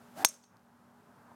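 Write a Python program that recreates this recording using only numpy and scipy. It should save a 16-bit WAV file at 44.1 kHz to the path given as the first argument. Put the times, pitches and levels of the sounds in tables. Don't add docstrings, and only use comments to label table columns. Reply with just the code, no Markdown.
import sys
import numpy as np
from scipy import signal
from scipy.fft import rfft, irfft, next_fast_len
from scipy.io import wavfile
from scipy.ndimage import map_coordinates

SR = 44100
rng = np.random.default_rng(int(sys.argv[2]) if len(sys.argv) > 2 else 0)


def generate_wav(sig):
    pcm = np.round(np.clip(np.atleast_2d(sig).T, -1, 1) * 32767).astype(np.int16)
    wavfile.write(sys.argv[1], SR, pcm)


def nominal_scale(level):
    x = np.asarray(level, float) / 20
    return 10 ** x


N = 59535
T = np.arange(N) / SR
HIT_S = 0.2479


def unit(x):
    return x / np.sqrt(np.mean(x ** 2) + 1e-20)


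def along(points, hz):
    point_hz, value = np.transpose(points)
    return np.interp(np.log(hz + 1), np.log(point_hz + 1), value)


def wobble(rate):
    return map_coordinates(rng.standard_normal(size=600), [T * rate])


def filtered(x, response):
    size = next_fast_len(len(x) + 8192)
    spectrum = rfft(x, size) * response(np.fft.rfftfreq(size, 1 / SR))
    return irfft(spectrum, size)[:len(x)]


def low_cut(hz, corner_hz):
    return (1j * hz / (corner_hz + 1j * hz)) ** 2


def noise(spectrum, size=N):
    return unit(filtered(rng.standard_normal(size), lambda hz: nominal_scale(along(spectrum, hz))))


def narrow(hz, width_hz):
    def slow_noise():
        return filtered(rng.standard_normal(N), lambda f: 1 / (1 + (2 * f / width_hz) ** 2))

    phase = 2 * np.pi * np.cumsum(hz * np.ones(N)) / SR
    return unit(slow_noise() * np.cos(phase) + slow_noise() * np.sin(phase))


def burst(t60):
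    return nominal_scale(-60 * T / t60) * rng.standard_normal(N)


def ring(modes, rise_s, rough_db):
    total = np.zeros(N)
    for hz, db, t60 in modes:
        level_db = db - 60 * T / t60 + rough_db * wobble(260)
        total += nominal_scale(level_db) * np.sin(2 * np.pi * hz * T)
    return (1 - np.exp(-T / rise_s)) * total


def placed(x, s):
    return np.pad(x, (round(s * SR), N))[:N]


def background():
    # pitch_hz [Hz], level_db [dB per Hz]
    traffic_color = [(30, -21), (100, -4), (200, -6.5), (300, -14), (520, -18), (850, -12), (1600, -18.5),
                     (2400, -37), (4000, -62.5)]
    # time_s [s], swell_db [dB]
    gusts = [(0, -2), (.3, -0.5), (.6, 0.1), (.9, 1.1), (1.2, 2.25), (1.35, 2)]
    # pitch_hz [Hz], level_db [dB per Hz]
    hiss_color = [(800, -19.5), (2000, 2), (4000, -2.5), (15100, -7), (16200, -10.5)]
    # pitch_hz [Hz], level_db [dB], width_hz [Hz]
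    hum_lines = [(238.7, -60, 1.4), (192, -66.5, 14), (104.4, -71.5, 9.1), (415, -72, 6.055), (590, -73, 6),
                 (835, -74.5, 25)]
    swell_db = np.interp(T, *np.transpose(gusts)) + 0.8 * wobble(21) + 0.8 * wobble(22)
    traffic = nominal_scale(-56.5 + swell_db) * noise(traffic_color)
    hum = sum(nominal_scale(db) * narrow(hz, width) for hz, db, width in hum_lines)
    hiss = nominal_scale(-69.5) * noise(hiss_color)
    return traffic + hum + hiss


def swing():
    # time_s [s], speed [1 = full]
    speed_points = [(.1, .2), (.15, .38), (.175, 0.7), (.197, 0.9), (.23, 0.99), (.247, 0.97), (.262, .55),
                    (.33, 0.57), (.45, .2)]
    # pitch_hz [Hz], width_hz [Hz], level_db [dB]
    vortices = [
        (304.6, 250, -45.5),
        (796.3, 130, -40),
        (1649, 450, -49),
    ]
    # pitch_hz [Hz], level_db [dB per Hz]
    swish_color = [(120, -33.5), (250, -5.5), (800, -3.5), (1650, -14.5), (2650, -15.5), (8000, -18.5),
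                   (16000, -20.5)]
    speed_law_db, tone_law_db = 47, 22.5
    speed = np.clip(np.interp(T, *np.transpose(speed_points)), 0.05, 2)
    tones = np.zeros(N)
    for hz, width, db in vortices:
        flutter_db = 0.5 * wobble(70)
        tones += nominal_scale(db + flutter_db) * narrow(hz * np.sqrt(speed), width)
    swish = nominal_scale(-46.5 + 1.5 * wobble(60)) * noise(swish_color)
    decades = np.log10(speed)
    return nominal_scale(speed_law_db * decades) * (nominal_scale(tone_law_db * decades) * tones + swish)


def blow():
    # pitch_hz [Hz], level_db [dB], t60_s [s]
    ball_modes = [(315, -23, 0.014), (840, -17, 0.004), (1015, -13, 0.0094), (1350, -14.5, 0.0024),
                  (1640, -11.5, .007), (2200, -15.5, 0.0035), (2502, -20.5, 0.007), (3417, -12.5, .008),
                  (4200, -6.5, 0.0037), (11400, -14.5, 0.011)]
    # pitch_hz [Hz], level_db [dB], t60_s [s]
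    head_modes = [(5500, -25, .08), (5598, -20.5, 0.0893), (5980, -21.5, .07), (6303, -16, 0.056),
                  (6386, -20, 0.1), (6560, -23.5, 0.059), (6650, -25.5, 0.08), (7600, -25, .045),
                  (8540, -27, 0.081), (9240, -27.5, .03), (10330, -31.5, 0.049), (11140, -32, 0.053),
                  (13360, -30, 0.039), (13890, -31, .02)]
    # pitch_hz [Hz], level_db [dB]
    fizz_color = [(2500, -30), (3900, -2), (4800, -11), (6000, 0), (8500, -3), (11000, -7.5),
                  (15500, -16.5)]
    crack = nominal_scale(-5.5) * burst(0.005)
    thud = crack + ring(ball_modes, rise_s=0.0001, rough_db=0)
    thud = filtered(thud, lambda hz: low_cut(hz, 220))
    fizz_t60 = 0.073
    fizz = nominal_scale(-20.5 - 60 * T / fizz_t60) * noise(fizz_color)
    return thud, fizz + ring(head_modes, rise_s=0.00077, rough_db=3)


def field():
    # pitch_hz [Hz], level_db [dB per Hz]
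    scatter_color = [(200, -20.5), (1000, -1.5), (2500, -5), (4500, -7.5), (6200, -1), (8500, -2),
                     (12000, -10), (15800, -16)]
    # pitch_hz [Hz], t60_s [s]
    scatter_t60 = [(300, 0.14), (2000, .3), (6000, .4), (14000, .25)]
    rise_s = 0.015
    hz, t, bins = signal.stft(noise(scatter_color), SR, nperseg=256)
    decay = nominal_scale(-60 * t / along(scatter_t60, hz)[:, None])
    tail = signal.istft(bins * decay, SR, nperseg=256)[1][:N]
    return placed(nominal_scale(-35.5) * (1 - np.exp(-T / rise_s)) * tail, HIT_S)


def echoes(thud, head):
    # [t60, s]
    arrivals = [
        (.2833, -14.5, -23.5, .0004),
        (0.2865, -16.5, -11, 0.00027),
        (.339, -31, -25.5, 0.014),
        (0.423, -44, -31, 0.29),
        (.438, -26.5, -34.5, 0.028),
    ]
    # pitch_hz [Hz], level_db [dB]
    echo_color = [(300, 0), (1000, -6), (3000, -8.5), (6000, 1), (12000, 1)]
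    air_db_per_s = -40
    out = np.zeros(N)
    for s, thud_db, ring_db, smear in arrivals:
        path = burst(smear)[:SR // 4]
        path = path / np.linalg.norm(path)
        copy = signal.fftconvolve(nominal_scale(thud_db) * thud + nominal_scale(ring_db) * head, path)
        air_db = air_db_per_s * (s - HIT_S)
        out += filtered(placed(copy, s), lambda hz: nominal_scale(along(echo_color, hz) + air_db * (hz / 6500) ** 2))
    return out


def ticks():
    # start_s [s], level_db [dB], pitch_hz [Hz], t60_s [s]
    knocks = [
        (0.5693, -32.5, 4595, 0.0014),
        (.5695, -36, 11130, .001),
        (0.5694, -40, 7700, 0.0012),
        (0.594, -46, 4800, 0.0021),
        (1.3170, -34, 914, 0.0077),
        (1.3172, -47, 5500, .001),
    ]
    return sum(placed(ring([(hz, db, t60)], rise_s=0.00028, rough_db=0), s) for s, db, hz, t60 in knocks)


def scene():
    thud, head = blow()
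    direct = placed(thud + head, HIT_S)
    mix = background() + swing() + direct + field() + echoes(thud, head) + ticks()
    return mix[None]


def band_limit(x):
    return signal.sosfilt(signal.butter(12, 16800, fs=SR, output="sos"), x)


def record(dry):
    # start_s [s], step_db [dB]
    ducks = [
        (.2537, -6.5),
        (.2748, -3),
    ]
    # [Hz, dims above]
    treble_dips = [
        (.2365, .2445, 2600),
        (.2695, .2795, 9500),
        (.2975, .3035, 9800),
    ]
    ramp_s, creep_from_s, creep_db_per_s = 0.0005, 0.45, 6
    gain_db = creep_db_per_s * np.clip(T - creep_from_s, 0, None)
    for s, db in ducks:
        gain_db = gain_db + db * np.clip((T - s) / ramp_s, 0, 1)

    def phone_band(hz):
        top_hz = 16000
        return (hz < top_hz) * low_cut(hz, 110) / (1 + (hz / top_hz) ** 20)

    x = filtered(dry[0] * nominal_scale(gain_db), phone_band)
    for start, end, edge_hz in treble_dips:
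        gate = np.clip(np.minimum(T - start, end - T) / ramp_s + 0.5, 0, 1)
        gate = gate * (1 - nominal_scale(-20))
        x = x - filtered(gate * x, lambda hz: 1 / (1 + (edge_hz / (hz + 1)) ** 16))
    return band_limit(x[None])


dry = scene()
out = record(dry)
generate_wav(out)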